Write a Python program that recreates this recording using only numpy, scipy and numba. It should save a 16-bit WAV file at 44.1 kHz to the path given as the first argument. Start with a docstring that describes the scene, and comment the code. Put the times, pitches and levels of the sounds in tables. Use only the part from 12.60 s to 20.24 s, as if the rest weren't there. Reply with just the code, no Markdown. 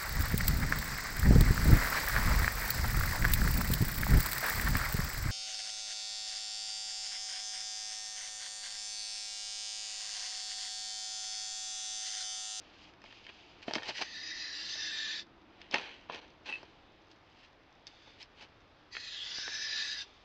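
"""In an outdoor aviary of wood and wire mesh an owl hisses twice, with faint wheezes around the calls:
turbulent breath through throat resonances. A gloved hand works the door: clicks ring the modes of frame,
mesh and a small metal latch, and friction grains rustle in mesh and straw. Stalks of straw tick faintly.
A distant hum of air and traffic, made of noise bands, lies below; a small microphone dulls the treble."""
import sys
import numpy as np
from scipy import signal
from scipy.io import wavfile
from numba import njit

SR = 44100
rng = np.random.default_rng(int(sys.argv[2]) if len(sys.argv) > 2 else 0)


def wav_record(signal):
    """Record a signal, one row per channel, as 16-bit PCM in the file named by sys.argv[1]."""
    frames = np.transpose(np.atleast_2d(signal))
    bounded = np.clip(frames, -1, 1)
    # unit amplitude maps onto the largest positive 16-bit level
    quanta = np.round(bounded * 32767).astype(np.int16)
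    wavfile.write(sys.argv[1], SR, quanta)


N = 336924   # samples

# Modes of the wooden frame. Each row: frequency in Hz, relative level in dB, decay time by 60 dB in seconds.
WOOD_MODES = [(234, -4, 0.013), (332, -16, 0.042), (476, 10, 0.0074), (670, 12, 0.016), (852, 5, 0.028),
              (985, 5, 0.0089)]
# Modes of the wire mesh. Each row: frequency in Hz, relative level in dB, decay time by 60 dB in seconds.
MESH_MODES = [(1454, -6, 0.032), (1845, 9.5, 0.017), (2227, 10.5, 0.0093), (2586, 13, 0.01),
              (3124, 10, 0.013)]
# Modes of the bright tick. Each row: frequency in Hz, relative level in dB, decay time by 60 dB in seconds.
TICK_MODES = [(3750, 4, 0.012), (4660, 5.5, 0.0057), (5140, 7, 0.0059), (5970, -2.5, 0.0057),
              (7500, -5, 0.0034)]


def from_db(db):
    """A level in decibels is twenty times the logarithm of an amplitude ratio."""
    return 10 ** (np.asarray(db) / 20)


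def rms_one(x):
    """Normalisation: dividing by the root mean square gives unit mean power."""
    return x / np.sqrt(np.mean(x ** 2) + 1e-20)


def drift(rate_hz):
    """Slow random fluctuation: noise through a double one-pole low-pass; rms 1."""
    r = np.exp(-2 * np.pi * rate_hz / SR)
    noise = rng.standard_normal(N + SR)
    settled = signal.lfilter([1], [1, -2 * r, r * r], noise)[SR:]
    return rms_one(settled)


@njit
def resonance(x, turn, r):
    """Two-pole resonance: a damped oscillator whose centre (radians a sample) may move."""
    y = np.zeros(len(x))
    for i in range(2, len(x)):
        drive = (1 - r * r) / 2 * (x[i] - x[i - 2])
        y[i] = drive + 2 * r * np.cos(turn[i]) * y[i - 1] - r * r * y[i - 2]
    return y


def tuned(x, hz, width_hz):
    """Cascaded resonance: two equal passes deepen the valleys beside the peak."""
    turn = 2 * np.pi * hz / SR * np.ones(N)
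    r = np.exp(-np.pi * width_hz * 1.5 / SR)   # each pass is wider, as the cascade narrows the peak
    return resonance(resonance(x, turn, r), turn, r)


def body(x, peaks):
    """Modal sum: parallel resonances with alternating signs; rms 1."""
    total = 0
    for k, (hz, width_hz, db) in enumerate(peaks):
        total = total + (-1) ** k * from_db(db) * tuned(x, hz, width_hz)
    return rms_one(total)


def ring(clicks, hz, t60):
    """Impulse response of one mode: a unit click starts a decaying sine of initial height 1."""
    r, w = from_db(-60 / (t60 * SR)), 2 * np.pi * hz / SR
    return signal.lfilter([0, np.sin(w)], [1, -2 * r * np.cos(w), r * r], clicks + 1e-18)


def breath():
    """Turbulent flow noise, amplitude-modulated as the folds of the windpipe chop it unevenly."""
    flutter_hz, flutter_depth = 284, 0.27   # centre of the unsteady rate; modulation depth
    phase = 2 * np.pi * np.cumsum(flutter_hz * (1 + 0.29 * drift(57.44))) / SR
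    chopping = 1 + flutter_depth * np.cos(phase)
    return rng.standard_normal(N) * chopping * from_db(1.3 * drift(18))


def hisses():
    """Source and filter: breath through seven throat resonances; three of them slide as the gape changes."""
    # Course of each hiss. Each row: time in seconds, effort in dB, lowest resonance in Hz, its level beside
    # the effort in dB, third resonance in Hz, fourth resonance in Hz, lead of the upper resonances in dB.
    hiss_rows = [
        [(1.36, -65, 1910, 9, 3620, 4860, 13.5), (1.55, -52, 1844, -3.5, 3750, 4550, 3),
         (1.72, -49.5, 1913, 1.5, 3920, 5140, 4.5), (1.92, -49, 1816, -4.5, 3980, 4930, 3),
         (2.07, -46, 1812, -15.5, 3950, 4800, 1), (2.19, -46.5, 1735, -5.5, 3780, 5100, 6),
         (2.32, -46.5, 1743, -2.5, 3720, 4900, 0.5), (2.45, -44, 1764, -4, 3650, 4370, -2),
         (2.6, -47, 1740, -7, 3670, 4800, 0.5)],
        [(6.33, -55.5, 1890, -3, 4260, 4770, 2.5), (6.5, -49.5, 1840, -8.5, 3770, 4190, -1),
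         (6.6, -48.5, 1770, -13, 3310, 4140, -8), (6.67, -49, 1642, -20, 3410, 4900, -2),
         (6.77, -46, 1613, -10, 3610, 4770, 7), (6.88, -48.5, 1612, -1, 3790, 5440, 4),
         (7.05, -46, 1766, -1.5, 3730, 5055, 5.5), (7.18, -44, 1770, -5.5, 3770, 4780, 0),
         (7.3, -45.5, 1707, -4, 3806, 4900, 2.5), (7.42, -47.5, 1645, -9.5, 3700, 4900, 2)],
    ]
    # Edges of each hiss. Each row: swell before its first row in seconds, cut after its last in seconds.
    edges_s = [(.03, 0.051), (0.034, 0.041)]
    # Steady resonances: two, then five to seven. Each row: centre in Hz, level beside the effort in dB,
    # share of the upper lead added to it (ratio).
    steady = [(2615, -9.5, 0.21), (5977, -10, 0.98), (7280, -12, -0.6), (6400, -16.5, -0.0015)]
    # Widths of the resonances in Hz: one to four, then the upper three.
    widths_hz = [106, 430, 500, 450, 393, 410, 300]
    # Broad air noise between the resonances. 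Each row: centre in Hz, width in Hz, relative level in dB.
    rasp_bands = [(1470, 1240, 0.5), (1983, 290, 11), (3090, 310, 5.5), (4370, 540, 9), (5160, 740, 8),
                  (9900, 6000, -8.5)]
    # Whistle weight in the lowest resonance at the start of each hiss (ratio).
    whistle_shares = [.75, .45]
    rasp_db, whistle_jitter_hz = -1, 80
    streak_width_hz, streak_db, streak_hold_s = 95, -6.5, .1   # hold is the mean time between jumps
    wander, wander_db = 0.037, 0.5   # slow chance in place (ratio) and level of the steady resonances
    near_lag_s, near_db = .0035, -8

    flow, t = breath(), np.arange(N) / SR
    opened = 0
    for rows, (swell, cut) in zip(hiss_rows, edges_s):
        start, end = rows[0][0], rows[-1][0]
        opened = opened + np.interp(t, [start - swell, start, end, end + cut], [0, 1, 1, 0]) ** 2
    s, *columns = np.transpose(np.concatenate(hiss_rows))
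    effort_db, first_hz, first_db, third_hz, fourth_hz, upper_db = [np.interp(t, s, c) for c in columns]

    second, *upper = [(hz * (1 + wander * drift(3.7)), db + share * upper_db + wander_db * drift(3.4))
                      for hz, db, share in steady]
    third = (third_hz, -0.44 * upper_db)   # sinks as the upper ones rise
    fourth = (fourth_hz, -5.5 + 0.99 * upper_db)
    throat = [(first_hz, first_db), second, third, fourth, *upper]

    out = from_db(rasp_db) * body(breath(), rasp_bands)
    for k, ((hz, db), width_hz) in enumerate(zip(throat, widths_hz)):
        broad = rms_one(tuned(flow, hz, width_hz))
        # a thin strand inside the resonance holds a pitch, then jumps
        jumps = np.flatnonzero(rng.random(N) < 1 / (streak_hold_s * SR))
        last = np.searchsorted(jumps, np.arange(N)) % len(jumps)
        held_hz = hz[jumps] + .22 * width_hz * rng.standard_normal(len(jumps))
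        streak = rms_one(tuned(flow, held_hz[last], streak_width_hz))
        voice = broad + streak * from_db(streak_db + 1.5 * drift(6.1))
        if k == 0:
            share = np.interp(t, [rows[0][0] for rows in hiss_rows], whistle_shares)
            whistle_hz = hz + whistle_jitter_hz * drift(90)
            whistle = np.sin(2 * np.pi * np.cumsum(whistle_hz) / SR)
            voice = np.sqrt(1 - share) * voice + 2 * np.sqrt(share) * whistle
        out += (-1) ** k * from_db(db) * voice
    out *= from_db(effort_db)

    # a wall close by: its echo shifts as the microphone turns
    lag = near_lag_s * SR * (1 + .03 * drift(.8))
    out += from_db(near_db) * np.interp(np.arange(N) - lag, np.arange(N), out)
    return opened * out


def wheezes():
    """Source and filter again: weak breath, coloured by the resonances of a nearly shut beak."""
    # Faint wheezes. Each row: start in seconds, end in seconds, level at start in dB, level at end in dB.
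    wheeze_rows = [(0, 0.276, -66, -60), (0.473, 1, -58.5, -63.5), (5.304, 5.53, -62.5, -63),
                   (7.467, 7.642, -63, -70)]
    # Beak resonances, one list for the first two wheezes and one for the later ones.
    # Each row: centre in Hz, width in Hz, relative level in dB.
    beak_early, beak_late = [
        [(2580, 780, 11), (3670, 2300, -0.5), (4900, 330, 7), (6060, 1900, -8.5)],
        [(2380, 1200, 1), (3580, 260, 6.5), (4320, 850, -1.5), (6230, 3900, -16)],
    ]
    edge_s = 0.063   # swell and fade at either end

    flow, t = breath(), np.arange(N) / SR
    gains = []
    for start, end, start_db, end_db in wheeze_rows:
        level = from_db(np.interp(t, [start, end], [start_db, end_db]))
        gains.append(level * np.interp(t, [start - edge_s, start, end, end + edge_s], [0, 1, 1, 0]))
    return sum(gains[:2]) * body(flow, beak_early) + sum(gains[2:]) * body(flow, beak_late)


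def strike(times, levels_db, length, modes, weight_db=0):
    """Modal excitation: a click and its dying rattle of smaller clicks drive every mode unequally."""
    count, span = len(times), 2000   # blows; samples of rattle
    rattle = rng.standard_normal((count, span)) * (rng.random((count, span)) < .2)
    rattle = 0.24 * rattle * from_db(-20 * np.arange(span) / SR / length)   # 20 dB down after length
    rattle[:, 0] = 1
    at = np.round(times * SR).astype(int)
    octaves_below = np.log2(640 / np.transpose(modes)[0])   # negative above 640 Hz
    spread_db = rng.normal(0, 2.5, (count, len(modes)))
    spread_db = spread_db + np.outer(weight_db * np.ones(count), octaves_below)
    out = np.zeros(N)
    for k, (hz, db, t60) in enumerate(modes):
        clicks = np.zeros(N + span)
        for i in range(count):
            height = from_db(levels_db[i] + db + spread_db[i, k]) / len(modes)   # the modes share the peak
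            clicks[at[i]:at[i] + span] += height * rattle[i]
        out += ring(clicks[:N], hz, t60)
    # little bass, and a soft contact that excites little far above the top mode
    band_hz = [0.98 * modes[0][0], 1.53 * modes[-1][0]]
    return signal.sosfilt(signal.butter(2, band_hz, "band", fs=SR, output="sos"), out)


def knocks():
    """Impact on coupled bodies: frame, mesh and tick share each blow; weight tilts it to low frame modes."""
    # Knocks. Each row: time in seconds, drive of wood, of mesh and of tick in dB,
    # weight as the gain of the wood modes in dB per octave below 640 Hz.
    knock_rows = [(0.337, -60.5, -52.5, -50, -1), (0.418, -64, -50, -47.5, 0.1),
                  (0.4403, -46, -49, -47, -5), (0.4605, -72, -53, -61, 0.1), (0.51, -65, -49, -59, 0.1),
                  (0.5258, -54.5, -51.5, -43, 0.1), (0.6666, -67, -41.5, -47, -5),
                  (0.6918, -58, -44, -47, -6), (1.023, -66, -60, -57, -6), (1.0811, -31, -36.5, -43, 11),
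                  (1.1095, -30.5, -36, -36, 7), (1.1362, -32, -33.5, -19, 0), (1.154, -37, -28, -23, -14),
                  (1.1601, -31, -34.5, -27.5, 16), (1.1825, -39, -36.5, -40, 0), (1.2218, -44, -38, -69, 5),
                  (1.232, -52, -37.5, -32.5, -9), (1.289, -34, -50, -27, 2), (1.2919, -43, -48, -28, 7),
                  (1.2973, -44.5, -45, -36, -5), (1.3031, -40.5, -45, -39, 4), (1.3083, -44, -41, -45, 3),
                  (1.382, -61, -36, -45, 0), (1.392, -44, -52, -44, -9), (1.414, -36, -40, -23, -17),
                  (1.4195, -47, -36, -30, -11), (1.426, -59, -46, -26, -2), (1.432, -59, -42, -33, 3),
                  (2.1551, -45.5, -48, -51, 1), (3.016, -63, -43.5, -43, 4), (3.112, -45.5, -56, -29, 7),
                  (3.1381, -31.5, -39, -45, 5), (3.142, -31.5, -18.5, -16, 2),
                  (3.1454, -27.5, -30, -35, -8), (3.1577, -48, -29, -44, 2), (3.183, -38.5, -29.5, -29, 12),
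                  (3.491, -50, -51, -57, 2), (3.498, -33, -42.5, -55, -15.5), (3.523, -56, -45, -45, 13),
                  (3.5465, -41.5, -41, -33.5, 8), (3.5583, -48, -45, -39, 7), (4.03, -44, -54, -49, 11.5),
                  (4.515, -65, -62, -44, 0), (5.269, -68, -48.5, -31.5, 0), (5.275, -70, -64, -37, -2),
                  (5.628, -75, -74, -35.5, 0.1), (5.8256, -49.5, -50, -45, 9), (6.351, -52, -34, -48, -2),
                  (6.3675, -48.5, -31.5, -37, -7), (6.879, -41, -36, -39, -8)]
    # Time for the rattle to fall 20 dB in wood, mesh and tick, in seconds.
    wood_s, mesh_s, tick_s = [.013, .007, .006]

    s, wood_db, mesh_db, tick_db, weight_db = np.transpose(knock_rows)
    wood = strike(s, wood_db, wood_s, WOOD_MODES, weight_db)
    mesh = strike(s, mesh_db, mesh_s, MESH_MODES)
    tick = strike(s, tick_db, tick_s, TICK_MODES)
    return wood + mesh + tick


def latch():
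    """Free vibration of a small metal part: short touches set its modes ringing."""
    # Touches of the latch. Each row: time in seconds, drive in dB.
    clinks = [(3.89, -32), (3.896, -40), (3.902, -33), (3.9254, -25.5), (3.938, -35), (3.955, -32.5)]
    # Metal modes. Each row: frequency in Hz, relative level in dB, decay time by 60 dB in seconds.
    metal_modes = [(1960, 4, 0.022), (2630, 8.5, 0.055), (3820, -6, .015), (8300, -11, 0.049)]
    s, drive_db = np.transpose(clinks)
    return strike(s, drive_db, 0.0025, metal_modes)


def rustles():
    """Friction: dense uneven grains, in clumps, excite modes that the rubbing hand damps."""
    # Rustles. Each row: peak time in seconds, swell over 20 dB in seconds, fade over 20 dB in seconds,
    # scrape level in the mesh, tick and wood modes in dB.
    rustle_rows = [(0.24, 0.083, 0.017, -60, -60, -77), (0.7, 0.036, 0.019, -49.5, -65, -56),
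                   (1.029, 0.022, 0.023, -49.5, -55, -79), (1.095, 0.045, 0.057, -46, -48.5, -51),
                   (1.15, 0.028, 0.06, -42, -43.5, -76), (1.176, 0.026, 0.043, -53, -56, -44),
                   (1.24, 0.083, 0.11, -57, -61, -54), (1.296, 0.082, 0.033, -40, -43, -46.5),
                   (1.381, 0.069, 0.12, -42.5, -45, -60), (1.421, 0.019, 0.0087, -35, -39, -33.5),
                   (3.029, 0.14, 0.26, -60.5, -71, -75), (3.127, 0.018, 0.27, -41.5, -51, -51),
                   (3.149, 0.018, 0.099, -44, -48, -39), (3.269, 0.082, 0.089, -47.5, -60.5, -51.5),
                   (3.499, 0.0088, 0.15, -50, -66, -48.5), (3.533, 0.028, 0.14, -47, -55.5, -49),
                   (3.861, 0.013, 0.25, -49, -56, -54.5), (3.892, 0.029, 0.063, -47, -53, -47.5),
                   (4.527, 0.076, 0.029, -64.5, -65, -69), (4.851, 0.28, 0.047, -60, -65.5, -75),
                   (5.278, 0.013, 0.044, -60, -63, -64), (5.479, 0.019, 0.02, -66, -66, -54),
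                   (5.621, 0.051, 0.032, -51.5, -54, -63), (5.821, 0.069, 0.051, -51, -56, -57.5)]

    sizes = from_db(1.27 * np.minimum(rng.exponential(1, N), 4.0)) * rng.choice([-1, 1], N)
    grains_per_s = 2200 * from_db(2.5 * drift(40))
    grains = sizes * (rng.random(N) < grains_per_s / SR)
    parts = []
    for modes in (MESH_MODES, TICK_MODES, WOOD_MODES):
        damped = [(hz, 7.62 / t60, db) for hz, db, t60 in modes]   # wider than the free modes
        parts.append(body(grains, damped))
    t, power = np.arange(N) / SR, np.zeros((len(parts), N))
    for peak, swell, fade, *levels_db in rustle_rows:
        near = slice(max(int((peak - 3 * swell) * SR), 0), int((peak + 3 * fade) * SR))
        shape_db = -20 * np.maximum((peak - t[near]) / swell, (t[near] - peak) / fade)
        power[:, near] += from_db(np.add.outer(levels_db, shape_db)) ** 2
    return np.sum(np.sqrt(power) * parts, axis=0)


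def straw():
    """Random point process: dry stalks tick faintly, in clusters, as the rate drifts."""
    snaps_per_s = 11 * from_db(8.0 * drift(2))
    snaps = (rng.random(N) < snaps_per_s / SR) * rng.standard_normal(N)
    return from_db(-68) * sum(ring(snaps, hz, t60) for hz, db, t60 in TICK_MODES[:-1])


def air():
    """Shaped broadband noise: half-octave bands follow a spectrum, each swaying a little."""
    # Spectrum of the outdoor air. Each row: frequency in Hz, relative density in dB per Hz.
    spectrum = [(12, -32), (20, -9), (113, -9), (186, -18.5), (314, -9.5), (466, -17), (644, -12),
                (1060, -16), (1260, -17), (3650, -23), (7500, -41.5), (9750, -78.5), (16500, -120)]
    hz, density_db = np.transpose(spectrum)
    edges_hz = 15 * 2 ** np.arange(0, 9.6, .5)
    white = rng.standard_normal((2, N + SR))   # neighbouring bands take different noises
    together = drift(.6)
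    out = 0
    for k, (low, high) in enumerate(zip(edges_hz, edges_hz[1:])):
        band = signal.sosfilt(signal.butter(2, [low, high], "band", fs=SR, output="sos"), white[k % 2])[SR:]
        level_db = np.interp(np.log(low * high) / 2, np.log(hz), density_db)
        out = out + band * from_db(level_db + .7 * together + .9 * drift(3))
    return from_db(-62) * rms_one(out)


def drone():
    """Band-limited noise: far traffic in a few low bands swells and fades."""
    # Course of the drone. Each row: time in seconds, level in dB.
    course = [(0, -64.5), (.8, -68), (2.4, -62), (4.0, -66.5), (4.8, -72.5), (6.5, -81), (7.64, -83)]
    # Bands of the drone. Each row: centre in Hz, width in Hz, relative level in dB.
    low_bands = [(73, 44, -4), (192, 44, 2), (315, 54, 7), (606, 570, -4)]
    s, level_db = np.transpose(course)
    gain = from_db(np.interp(np.arange(N) / SR, s, level_db))
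    return gain * body(rng.standard_normal(N), low_bands)


def scene():
    """Superposition: near sounds with dull reflections, over the outdoor air and the drone."""
    # Reflections from wall and ground. Each row: delay in seconds, level in dB.
    reflections = [(.013, -14), (.029, -25)]
    near = hisses() + wheezes() + knocks() + latch() + rustles() + straw()
    dull = signal.lfilter([.5], [1, -.5], near)
    for s, db in reflections:
        delay = round(s * SR)
        near[delay:] += from_db(db) * dull[:N - delay]
    return (near + air() + drone())[None]


def record(dry):
    """Transducer response: treble falls in two low-pass steps, with a narrow dip and faint self-noise."""
    mic_hz, mic_top_hz, cutoff_hz = 6086, 9900, 15600
    snap_s, snap_db, snap_width_s = 6.786, -28, 8e-5
    dip_hz, dip_width_hz, dip_share = 5470, 360, 0.49
    self_noise_db = -99

    x = signal.sosfilt(signal.butter(6, mic_hz, fs=SR, output="sos"), dry)
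    # one bare snap skips the first step, so it is brighter than all else
    x = x + from_db(snap_db) * np.exp(-abs(np.arange(N) / SR - snap_s) / snap_width_s)
    x = signal.sosfilt(signal.butter(6, mic_top_hz, fs=SR, output="sos"), x)
    x = x - dip_share * tuned(x[0], dip_hz, dip_width_hz)   # the housing takes out a narrow dip
    x = x + from_db(self_noise_db) * rng.standard_normal(x.shape)
    return signal.sosfilt(signal.cheby2(12, 60, cutoff_hz, fs=SR, output="sos"), x)


dry = scene()
out = record(dry)
wav_record(out)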